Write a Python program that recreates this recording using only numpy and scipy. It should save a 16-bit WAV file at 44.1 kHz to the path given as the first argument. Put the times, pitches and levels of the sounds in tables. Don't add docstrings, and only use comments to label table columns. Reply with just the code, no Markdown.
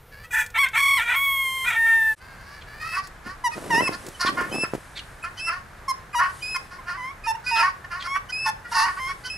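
import sys
import numpy as np
from scipy import signal
from scipy.fft import rfft, irfft, next_fast_len
from scipy.io import wavfile

SR = 44100
rng = np.random.default_rng(int(sys.argv[2]) if len(sys.argv) > 2 else 0)


def transcribe(u):
    v = np.clip(np.atleast_2d(u).T, -1, 1)
    q = np.round(v * 32767).astype(np.int16)
    wavfile.write(sys.argv[1], SR, q)


N = 413216
TIME = np.arange(N) / SR
TOP_HZ = 15600
WAIL_END_S, TRIO_START_S = 2.145, 2.206
PROGRESS = np.linspace(0, 1, 61)
BOW = (2 * PROGRESS - 1) ** 2


def undb(db):
    return 10 ** (np.asarray(db) / 20)


def unit(x):
    return x / np.sqrt(np.mean(x ** 2) + 1e-18)


def colour_at(points, hz):
    f, db = np.transpose(points)
    return undb(np.interp(np.log(np.maximum(hz, 1)), np.log(f), db))


def ring(points, size=1024):
    hz = np.arange(size + 1) * SR / (2 * size)
    cepstrum = irfft(np.log(colour_at(points, hz)))
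    cepstrum[1:size] *= 2
    cepstrum[size + 1:] = 0
    return irfft(np.exp(rfft(cepstrum)))[:size]


def noise(points):
    size = next_fast_len(N, True)
    white = rfft(rng.standard_normal(size))
    hz = np.arange(len(white)) * SR / size
    return unit(irfft(white * colour_at(points, hz), size)[:N])


def walk(rate_hz):
    steps = rng.standard_normal(N // 8)
    return unit(np.interp(TIME * rate_hz, np.arange(len(steps)), steps))


def gate(start_s, end_s, edge_s):
    return np.clip(np.minimum(TIME - start_s, end_s - TIME) / edge_s + .5, 0, 1)


def envelope(calls, axis=1, edge_s=.007):
    out = np.zeros(N)
    for call in calls:
        s = call[:, 0]
        first_s, last_s = s[0] - edge_s, s[-1] + edge_s
        on = slice(*np.searchsorted(TIME, [first_s, last_s]))
        gain = np.pad(undb(call[:, axis]), 1)
        out[on] += np.interp(TIME[on], [first_s, *s, last_s], gain)
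    return out


def strikes(events):
    out = np.zeros(N)
    for s, db in events:
        out[int(s * SR)] += undb(db)
    return out


def through(x, response):
    return signal.oaconvolve(x, response)[:N]


def contour(start_s, length_s, *controls):
    return np.column_stack(np.broadcast_arrays(start_s + length_s * PROGRESS, *controls))


def arch(peak, start_db=-10.5, end_db=-20):
    peak = np.clip(peak, .02, .98)
    build = start_db * (1 - PROGRESS / peak) ** 2
    decay = end_db * ((PROGRESS - peak) / (1 - peak)) ** 2
    return np.where(PROGRESS < peak, build, decay)


def swells(events):
    return envelope([contour(start, length, db + arch(peak)) for start, length, peak, db in events])


def beat(calls):
    starts = [call[0, 0] for call in calls[1:]] + [np.inf]
    rows = np.vstack([call[call[:, 0] < until] for call, until in zip(calls, starts)])
    return np.interp(TIME, rows[:, 0], rows[:, -1])


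def notes(calls, throat, chaos, jitter, chaos_jitter, shimmer, upper_db, edge_s, tremble=0 * TIME):
    out, shake, flutter, waver = np.zeros(N), walk(700), walk(450), walk(130)
    for call in calls:
        s, pitch, *levels = np.transpose(call)
        opening = gate(s[0], s[-1], edge_s)
        on = opening > 0
        *low, upper = (undb(np.interp(TIME[on], s, db)) for db in levels)
        rough = chaos[on] / (chaos[on] + sum(low))
        wobble = tremble[on] + jitter * waver[on] + chaos_jitter * rough * shake[on]
        hz = np.interp(TIME[on], s, pitch) * (1 + wobble)
        k = np.arange(1, int(TOP_HZ / pitch.min()) + 1)[:, None]
        high = colour_at(throat, k[len(low):] * hz)
        high *= undb(upper_db) * upper / np.sqrt(np.sum(high ** 2, axis=0))
        phase = 2 * np.pi * k * np.cumsum(hz) / SR + k ** 2
        tone = np.sum(np.vstack([*low, high]) * np.sin(phase), axis=0)
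        push = 1 + shimmer * rough * flutter[on] + 11 * tremble[on]
        out[on] += np.sqrt(2) * tone * opening[on] * push
    return out


def beak_gain(beak, hz, strain):
    centre_hz, width_hz, db = beak
    return undb(db * strain ** 2 * np.exp(-((hz - centre_hz) / width_hz) ** 2))


def rasp_shapes(events, climb_hz_per_s):
    return [contour(start, length, body + arch(peak), treble + arch(peak), hz + climb_hz_per_s * length * PROGRESS)
            for start, length, peak, body, treble, hz in events]


def rasp(calls, body, treble, beak, body_db, treble_db, tear_rad, count=10):
    strength = envelope(calls, axis=1)
    strain = .3 + np.minimum(strength / undb(-27), .7)
    rate = beat(calls) * (1 + .025 * strain * walk(60))
    cycle = np.cumsum(rate) / SR + .02 * strain * walk(300)
    low = np.zeros(N)
    for k in range(2, count):
        share = 1 + .6 * np.tanh(walk(140))
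        slip = tear_rad * strain * walk(190)
        gain = colour_at(body, k * rate) * beak_gain(beak, k * rate, strain)
        low += gain * share * np.sin(2 * np.pi * k * cycle + k ** 2 + slip)
    puffs = unit((.4 + np.exp(-(cycle % 1) / .35)) * rng.standard_normal(N))
    pulses = unit(np.diff(np.floor(cycle), prepend=0))
    low = unit(low) + .08 * unit(through(puffs, ring(body)))
    treble_flicker = undb(3.5 * strain * np.tanh(walk(80)))
    high = unit(through(puffs + pulses, ring(treble))) * treble_flicker
    return undb(body_db) * low * strength + undb(treble_db) * high * envelope(calls, axis=2)


def echo(x, t60_s, db):
    t = TIME[:SR // 2]
    tail = rng.standard_normal(len(t)) * np.exp(-np.log(1000) * t / t60_s) * (t > .004)
    tail = signal.lfilter([1], [1, -.45], tail)
    return undb(db) * through(x, tail / np.sqrt(np.sum(tail ** 2)))


# frequency in Hz, relative level in dB.
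EARLY_AIR = [(15, -36), (25, -1.5), (110, -5.5), (297, -24.5), (433, -17), (495, -14.5), (567, -21),
             (1530, -22), (2700, -30.5), (7910, -42), (13900, -32), (15500, -53)]
YARD_AIR = [(15, -32), (25, 5), (126, 0), (260, -12), (895, -9), (1750, -7.5), (1900, -11.5), (2420, -17.5),
            (3170, -24), (3630, -24), (4870, -27), (5430, -27.5), (8580, -30), (12800, -33), (15500, -53)]
EARLY_AIR_DB, YARD_AIR_DB = -48, -45
# frequency in Hz, relative level in dB.
HISS_COLOUR = [(2000, 2), (5000, -1.5), (7000, -2), (9000, 2.5), (11000, -1.5), (13000, -12.5),
               (15500, -39)]
# start in seconds, length in seconds, peak place 0-1, relative level in dB.
HISS_SWELLS = [(.72, 1.17, 0.26, -43), (1.55, 0.65, 0.99, -42), (3.5, 2.12, 0, -44),
               (6.23, 0.49, 0.42, -43), (8.68, 0.79, 0.05, -44)]


def background(early, later):
    air = early * undb(EARLY_AIR_DB) * noise(EARLY_AIR) + later * undb(YARD_AIR_DB) * noise(YARD_AIR)
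    hiss = noise(HISS_COLOUR) * (undb(-64) + swells(HISS_SWELLS))
    return air * undb(.5 * walk(17)) + undb(-5.5) * hiss * (early + later)


# start in seconds, length in seconds, peak place 0-1, relative level in dB.
GUST = [(3.25, 0.081, 0.25, -49), (3.56, 0.45, 0.53, -38.5), (4.02, 0.12, 0.4, -47.5),
        (4.25, 0.28, 0.61, -39), (4.48, 0.21, 0.4, -39), (4.735, 0.052, 0.07, -37.5)]
# time in seconds, relative peak in dB.
BUFFETS = [(3.58, -27), (3.739, -25), (3.781, -18.5), (3.808, -18), (3.822, -20.5), (3.832, -21),
           (3.892, -18.5), (4.085, -29.5), (4.249, -20.5), (4.527, -24), (4.544, -23), (4.562, -23),
           (4.584, -21.5), (4.636, -18.5), (4.736, -16), (4.751, -22)]
# frequency in Hz, relative level in dB.
WIND_COLOUR = [(30, -25), (80, -12.5), (150, -1), (330, 2), (600, -3), (900, -10), (1600, -13.5),
               (4000, -26), (12000, -28), (15500, -57)]


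def wind():
    eddies = noise(WIND_COLOUR) * swells(GUST) * undb(5.7 * np.tanh(walk(110)) + 5.5)
    dull = signal.butter(2, 1400, fs=SR, output="sos")
    thump = signal.sosfilt(dull, ring(WIND_COLOUR))
    return eddies + undb(5.0) * through(strikes(BUFFETS), thump / np.abs(thump).max())


# time in seconds, relative peak in dB.
TICKS = [(0.4632, -21.5), (0.503, -29.5), (0.6863, -22.5), (3.0719, -25.5), (4.0658, -21), (4.086, -22.5),
         (4.7379, -31)]
# frequency in Hz, relative level in dB.
TICK_COLOUR = [(1000, -10), (4000, 0), (6000, -0.5), (9000, 0.5), (15000, -8.5)]


def ticks(decay_s=0.0055, db=-6):
    burst = rng.standard_normal(1024) * np.exp(-TIME[:1024] / decay_s)
    click = np.convolve(burst, ring(TICK_COLOUR))
    return undb(db) * through(strikes(TICKS), click / np.abs(click).max())


# start in seconds, length in seconds, peak place 0-1, relative level in dB.
CHIRPS = [(2.608, 0.038, 0.25, -50), (4.26, .04, 0.43, -30.5), (4.957, .05, 0.44, -36),
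          (7.555, 0.047, 0.38, -33.5), (7.998, 0.054, 0.32, -41)]
# frequency in Hz, relative level in dB.
CHIRP_COLOUR = [(1200, -20), (2400, -3), (3300, -17), (4300, -3), (5200, -19), (8000, -24), (15000, -55)]


def small_bird(start_hz=3760, end_hz=2740, tone_db=-0.5, scratch_db=1):
    flutter = undb(3 * walk(160))
    fall = start_hz + (end_hz - start_hz) * PROGRESS
    falls = [contour(start, length, fall) for start, length, *_ in CHIRPS]
    hz = beat(falls) * (1 + .05 * walk(500))
    tone = unit(np.sin(2 * np.pi * np.cumsum(hz) / SR))
    return (undb(scratch_db) * noise(CHIRP_COLOUR) + undb(tone_db) * tone) * flutter * swells(CHIRPS)


# start in seconds, length in seconds, start pitch in Hz, rise in Hz, relative level in dB.
MOANS = [(0.123, .135, 552, 45, -44), (2.205, 0.4, 519.3, 50.1, -47), (2.674, 0.16, 577, 34.5, -43),
         (2.81, 0.18, 626, 34.1, -35.5)]
# frequency in Hz, relative level in dB.
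MOAN_THROAT = [(500, -14), (1100, -8), (1650, 7.5), (2300, -2.5), (3600, -15.5), (4700, -4), (5400, -17.5),
               (7000, -23), (10000, -21), (15000, -26)]


def moans(root_db=-25, edge_db=1):
    calls = [contour(start, length, hz + rise * PROGRESS, db + root_db, db + edge_db * BOW)
             for start, length, hz, rise, db in MOANS]
    return notes(calls, MOAN_THROAT, np.ones(N), jitter=0.0137, chaos_jitter=0.0124, shimmer=.35,
                 upper_db=-2, edge_s=0.022, tremble=.018 * walk(13))


def hoot_shape(start, length, hz, glide_hz, dip_hz, db, *overtones_db, edge_db=-5.5, flatness=1.39):
    pitch = hz + glide_hz * (PROGRESS - .5) + dip_hz * BOW ** flatness
    return contour(start, length, pitch, db, *(level + edge_db * BOW for level in overtones_db))


# start in seconds, length in seconds, middle pitch in Hz, glide in Hz, dip in Hz,
# fundamental in dB, then mid-note 2nd harmonic, 3rd harmonic and upper harmonics in relative dB.
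HOOTS = [(3.442, 0.042, 974, -76, -12, -22, -26.5, -37.5, -36),
         (3.705, 0.11, 916, 68, 105.5, -23, -21.5, -33, -37),
         (3.878, 0.01, 1055, -74, 22, -22.5, -27.5, -40, -35),
         (5.882, 0.037, 1064, -44, -14, -22, -33.5, -48, -34),
         (6.149, 0.059, 955.4, 5, 45, -22.5, -34, -37, -37.5),
         (6.559, 0.014, 1052, -49, 1, -27, -31, -43, -37.5),
         (6.787, 0.015, 1058, -60, -1, -37.5, -46, -60, -62),
         (6.975, .14, 1021, 104, 59.5, -36, -35, -53, -56),
         (7.269, 0.052, 892, -35, 30, -23.5, -32.5, -35, -37),
         (7.349, 0.014, 926, -12.5, 5, -31, -42, -44.5, -52.5),
         (7.513, .122, 905.6, -4.5, 40.5, -24.5, -33.5, -34, -41),
         (7.662, 0.034, 1109, 15, 2, -25.5, -40, -62, -56),
         (8.072, 0.11, 1100, 69.5, 12, -30.5, -32.5, -46, -46.5),
         (8.462, 0.044, 875.4, -21, 13.5, -24.5, -32.5, -40, -36),
         (8.719, 0.015, 944, 2, 8, -28, -45, -42, -39), (8.75, 0.11, 891.4, 45, 71.5, -25, -26.5, -33, -42),
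         (8.995, 0.13, 1054, 81, 37.5, -34, -32.5, -45.5, -46)]
# frequency in Hz, relative level in dB.
TRIO_THROAT = [(2800, 17), (3800, 9.5), (4600, 5), (5400, 20.5), (6300, 10), (7000, 4), (7800, 4.5),
               (9000, 2), (10400, 10), (11700, 5), (12800, -23), (15000, -53)]


def hoots(chaos):
    return notes([hoot_shape(*row) for row in HOOTS], TRIO_THROAT, chaos + undb(-36), jitter=0.0063,
                 chaos_jitter=.018, shimmer=0.3, upper_db=2.5, edge_s=.008)


# start in seconds, length in seconds, middle pitch in Hz, glide in Hz, level in dB.
GRACE_NOTES = [(4.145, .018, 3035, -60, -46), (4.513, .02, 3070, 75, -40.5),
               (5.375, 0.031, 3084, 120, -40.5), (6.41, .018, 3010, 17, -46),
               (8.291, .016, 3020, 26.5, -42), (9.246, 0.058, 3043, 37, -42.5)]


def grace_notes(chaos, upper_db=-10):
    graces = [contour(start, length, hz + glide * (PROGRESS - .5), db, db + upper_db)
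              for start, length, hz, glide, db in GRACE_NOTES]
    return notes(graces, TRIO_THROAT, chaos, jitter=0.0076, chaos_jitter=0.0091, shimmer=0.59,
                 upper_db=-1, edge_s=.009)


def whistle_shape(start, length, hz, rise_hz, db, swell_db, second_db, upper_db,
                  sag_db=-4, drop_hz=91, drop_s=0.0118):
    drop = np.exp(-length * (1 - PROGRESS) / drop_s)
    pitch = hz + rise_hz * np.sin(np.pi / 2 * PROGRESS) - drop_hz * drop
    effort = swell_db * (PROGRESS - .5) + sag_db * (1 - BOW)
    return contour(start, length, pitch, db + effort, second_db + effort, upper_db + effort)


# start in seconds, length in seconds, start pitch in Hz, rise in Hz, relative level in dB,
# swell over the note in dB, 2nd harmonic in relative dB, upper harmonics in relative dB.
WHISTLES = [(2.8, 0.16, 2488, 135, -36, 15, -50, -53), (3.515, 0.032, 2540, 46, -37, 4, -60, -54),
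            (3.745, 0.069, 2573, 17, -36.5, -14, -38, -47), (3.821, 0.059, 2653, -2, -25.5, 7, -33, -38),
            (4.525, 0.12, 2557, 105.5, -28.5, 8.5, -34.5, -39), (5.228, 0.026, 2540, 50, -34, 2, -59, -46),
            (5.395, 0.1, 2560, 117.5, -29, 9.5, -35.5, -43), (6.131, 0.018, 2500, 23.5, -38, 4, -53, -49),
            (6.425, 0.139, 2457, 120, -29.5, 3, -33.5, -44), (7.24, .03, 2505, 11, -32.5, 2, -47, -52),
            (7.466, 0.1524, 2474, 64.5, -24.5, 3, -30.5, -44.5),
            (8.325, 0.144, 2483, 147.5, -27, 1, -32.5, -45), (9.301, 0.0854, 2557, 45, -34, -10, -38, -49)]


def whistles(chaos):
    return notes([whistle_shape(*row) for row in WHISTLES], TRIO_THROAT, chaos, jitter=0.0048,
                 chaos_jitter=0.0073, shimmer=0.19, upper_db=0, edge_s=0.0082)


# start in seconds, length in seconds, peak place 0-1, relative body level in dB,
# relative treble level in dB, starting beat in Hz.
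RASPS = [(2.42, .18, 0.66, -53.5, -61, 549), (2.805, .13, 0.36, -35, -52, 621.5),
         (2.925, .095, 0.66, -30.5, -46.5, 365.3), (3.02, .06, 0.5, -46, -52, 373),
         (3.248, .11, 0.31, -37.5, -53, 353.3), (3.52, .045, 0.36, -36, -53, 617),
         (3.78, .13, 0.85, -38, -58, 328), (3.922, .045, 0.42, -33, -45, 349),
         (4.2, 0.062, 0.25, -25.5, -33.5, 345), (4.245, .07, .5, -26.5, -39.5, 368),
         (4.371, 0.12, 0.04, -26, -52.5, 340.5), (4.628, .042, 0.45, -30, -53, 350),
         (5.238, .06, 0, -30.5, -52.5, 349), (5.372, .06, 0.39, -39, -49, 498),
         (5.468, .135, 0.17, -29, -50.5, 338.4), (6.135, .02, 0.66, -31, -56, 399.2),
         (6.188, 0.13, 0.13, -23.5, -45, 344), (6.545, .045, 0.03, -33.5, -48, 345.6),
         (6.71, .085, 0.14, -41, -56, 351.4), (6.868, .14, 0.13, -32, -51.5, 346.7),
         (7.243, .03, .7, -35.5, -51, 420), (7.445, .085, 0.69, -32.5, -44.5, 488),
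         (7.555, .16, 0.48, -23.5, -40.5, 336.3), (7.843, 0.021, .25, -36.5, -60, 350.7),
         (7.908, .125, .1, -32, -52, 346.4), (8.035, .05, 0.64, -32.5, -47, 343),
         (8.148, .045, 0.38, -27.5, -52.5, 370), (8.293, .027, 0.38, -34, -46.5, 493),
         (8.453, .065, 0.26, -28.5, -42.5, 349.5), (8.645, .06, 0.25, -37.5, -60.5, 468.2),
         (8.718, .17, 0.51, -25.5, -34.5, 342.7), (8.86, .1, 0.13, -30.5, -53, 353.6),
         (8.968, .037, 0.58, -30, -54, 365.5), (9.072, .07, .5, -35.5, -53, 363),
         (9.24, .06, 0.44, -34, -45.5, 492)]
# frequency in Hz, relative level in dB.
RASP_BODY = [(300, -7), (800, -15), (950, -22), (1090, 6.5), (1250, 3), (1450, 1.5), (1650, -4), (1830, 4),
             (2150, -9), (2500, -12), (3100, -16), (3800, -47), (5000, -53)]
RASP_TREBLE = [(2000, -37), (3700, -5), (4500, 9), (5200, 7.5), (5900, 0), (6800, -7), (7700, -11),
               (8500, -11.5), (9500, -4.5), (11300, -10), (12500, -24), (15500, -44)]
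RASP_BEAK = (1330, 250, 4.05)


def trio():
    rasps = rasp_shapes(RASPS, climb_hz_per_s=270)
    chaos = envelope(rasps)
    harsh = rasp(rasps, RASP_BODY, RASP_TREBLE, RASP_BEAK, body_db=1.98, treble_db=5.5, tear_rad=.45)
    return hoots(chaos) + whistles(chaos) + grace_notes(chaos) + harsh


def cry_shape(start, length, hz, scoop_hz, glide_hz, db, odd_db, upper_db,
              scoop_s=.015, glide_s=0.024, edge_db=-5.5, third_db=-2.5):
    t = length * PROGRESS
    scoop = scoop_hz * np.exp(-(t / scoop_s) ** 2)
    glide = glide_hz * np.exp(-((length - t) / glide_s) ** 2)
    level = db + edge_db * BOW ** 2
    return contour(start, length, hz - scoop + glide, level + odd_db, level, level + odd_db + third_db, upper_db)


# start in seconds, length in seconds, held pitch in Hz, scoop in Hz, final glide in Hz,
# mid-note 2nd harmonic in dB, fundamental against it in dB, upper harmonics in relative dB.
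CRIES = [(0.329, 0.098, 882, 29.5, -9, -21.5, -18, -56), (0.573, 0.082, 1136, 172, -87, -18, -9, -33.5),
         (0.77, .237, 1105, 11, -225, -20, -7.5, -33), (1.083, .08, 944, 32, 147.5, -28.5, -7, -46)]
# frequency in Hz, relative level in dB.
CRY_THROAT = [(1000, 4), (3300, 29), (4400, 6.5), (5600, 6), (6600, -8), (7800, 7), (8800, 11.5), (9700, 1),
              (11000, 4), (12100, -4), (13200, 10), (14300, -4), (15600, -11)]


def cries(chaos):
    tremble = .018 * gate(.79, .97, .03) * np.cos(2 * np.pi * 38 * (TIME - .86))
    return notes([cry_shape(*row) for row in CRIES], CRY_THROAT, chaos + undb(-29), jitter=0.0037,
                 chaos_jitter=.062, shimmer=0.71, upper_db=-1, edge_s=0.011, tremble=tremble)


# time in seconds, pitch in Hz, relative level in dB.
WAILS = [
    [(1.16, 1097, -20), (1.25, 1115, -23), (1.306, 1096, -20), (1.434, 1082, -25), (1.458, 1057, -24.5),
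     (1.582, 1055, -27), (1.66, 1045, -26.5)],
    [(1.76, 908, -21), (1.788, 911.4, -18.5), (1.95, 902, -16.5), (2.124, 877, -22), (2.132, 880.0, -26)],
]
# fundamental, 2nd, 3rd, upper harmonics, in relative dB.
WAIL_MIX = [(-10, -2, -9, -15), (-22, 0, -26, -26)]
# frequency in Hz, relative level in dB.
WAIL_THROAT = [(3300, 9), (4400, -12.5), (5600, -15), (6500, -8.5), (7800, -9), (8700, 0.5), (9700, -14),
               (11000, 3.5), (12100, -21), (13200, 13), (14300, -37), (15600, -1)]


def wail(chaos):
    held = [[(s, hz, *(db + np.array(mix))) for s, hz, db in curve] for curve, mix in zip(WAILS, WAIL_MIX)]
    return notes(held, WAIL_THROAT, chaos, jitter=0.0041, chaos_jitter=0.035, shimmer=0.28,
                 upper_db=1.5, edge_s=.012)


# start in seconds, length in seconds, peak place 0-1, relative body level in dB,
# relative treble level in dB, starting beat in Hz.
SQUAWKS = [(.232, .045, 0.4, -43, -66, 653), (.312, 0.15, .47, -29.5, -45.5, 477),
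           (.546, 0.057, 0.33, -25.5, -56, 442.7), (.63, 0.063, 0.42, -26, -57, 515.2),
           (.737, .075, 0.45, -23, -53, 440), (.78, .2, 0.32, -55, -52.5, 548),
           (.98, 0.087, 0.45, -28, -57, 467.1), (1.06, .135, 0.4, -25, -54, 468.3),
           (1.648, 0.086, 0.38, -25.5, -49.5, 476), (1.705, .08, .5, -26, -53, 463),
           (1.85, 0.13, .25, -36, -59, 456)]
# frequency in Hz, relative level in dB.
SQUAWK_BODY = [(300, -58), (700, 13.5), (930, -5), (1150, -2.5), (1500, 9), (1800, 4.5), (2100, 6.5),
               (2450, 9), (2900, -9.5), (3300, 0), (4000, -15), (5000, -56)]
SQUAWK_TREBLE = [(3000, -110), (4400, 3), (5600, 7), (6400, 16), (7000, 5), (7700, 20), (8350, -4),
                 (8900, 22.5), (9700, -18), (10500, 15), (11600, 0), (13200, 14), (15500, -1)]
SQUAWK_BEAK = (1800, 360, 0.91)


def close_bird():
    squawks = rasp_shapes(SQUAWKS, climb_hz_per_s=30)
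    chaos = envelope(squawks)
    harsh = rasp(squawks, SQUAWK_BODY, SQUAWK_TREBLE, SQUAWK_BEAK, body_db=3.0, treble_db=10.5, tear_rad=.55)
    return cries(chaos) + wail(chaos) + harsh


def scene():
    early = np.clip((WAIL_END_S - TIME) / 0.015 + .5, 0, 1)
    later = np.clip((TIME - TRIO_START_S) / 0.1 + .5, 0, 1)
    first, flock, gust = close_bird(), trio() + small_bird(), wind()
    first = early * (first + echo(first, t60_s=0.27, db=-16))
    flock_echo = echo(flock, t60_s=0.31, db=-16.5)
    mid = first + flock + moans() + flock_echo + gust + ticks() + background(early, later)
    no_rumble = signal.butter(2, 140, "high", fs=SR, output="sos")
    wide_air = signal.sosfilt(no_rumble, noise(YARD_AIR))
    skewed = signal.hilbert(0.4 * gust + 0.18 * flock, next_fast_len(N)).imag[:N]
    side_echo = echo(flock, t60_s=0.24, db=-12.5)
    side = -.07 * flock + side_echo + skewed + later * undb(YARD_AIR_DB - 7.5) * wide_air
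    return np.array([mid + side, mid - side])


def record(dry):
    return signal.sosfilt(signal.ellip(10, .2, 80, TOP_HZ, fs=SR, output="sos"), dry)


dry = scene()
out = record(dry)
transcribe(out)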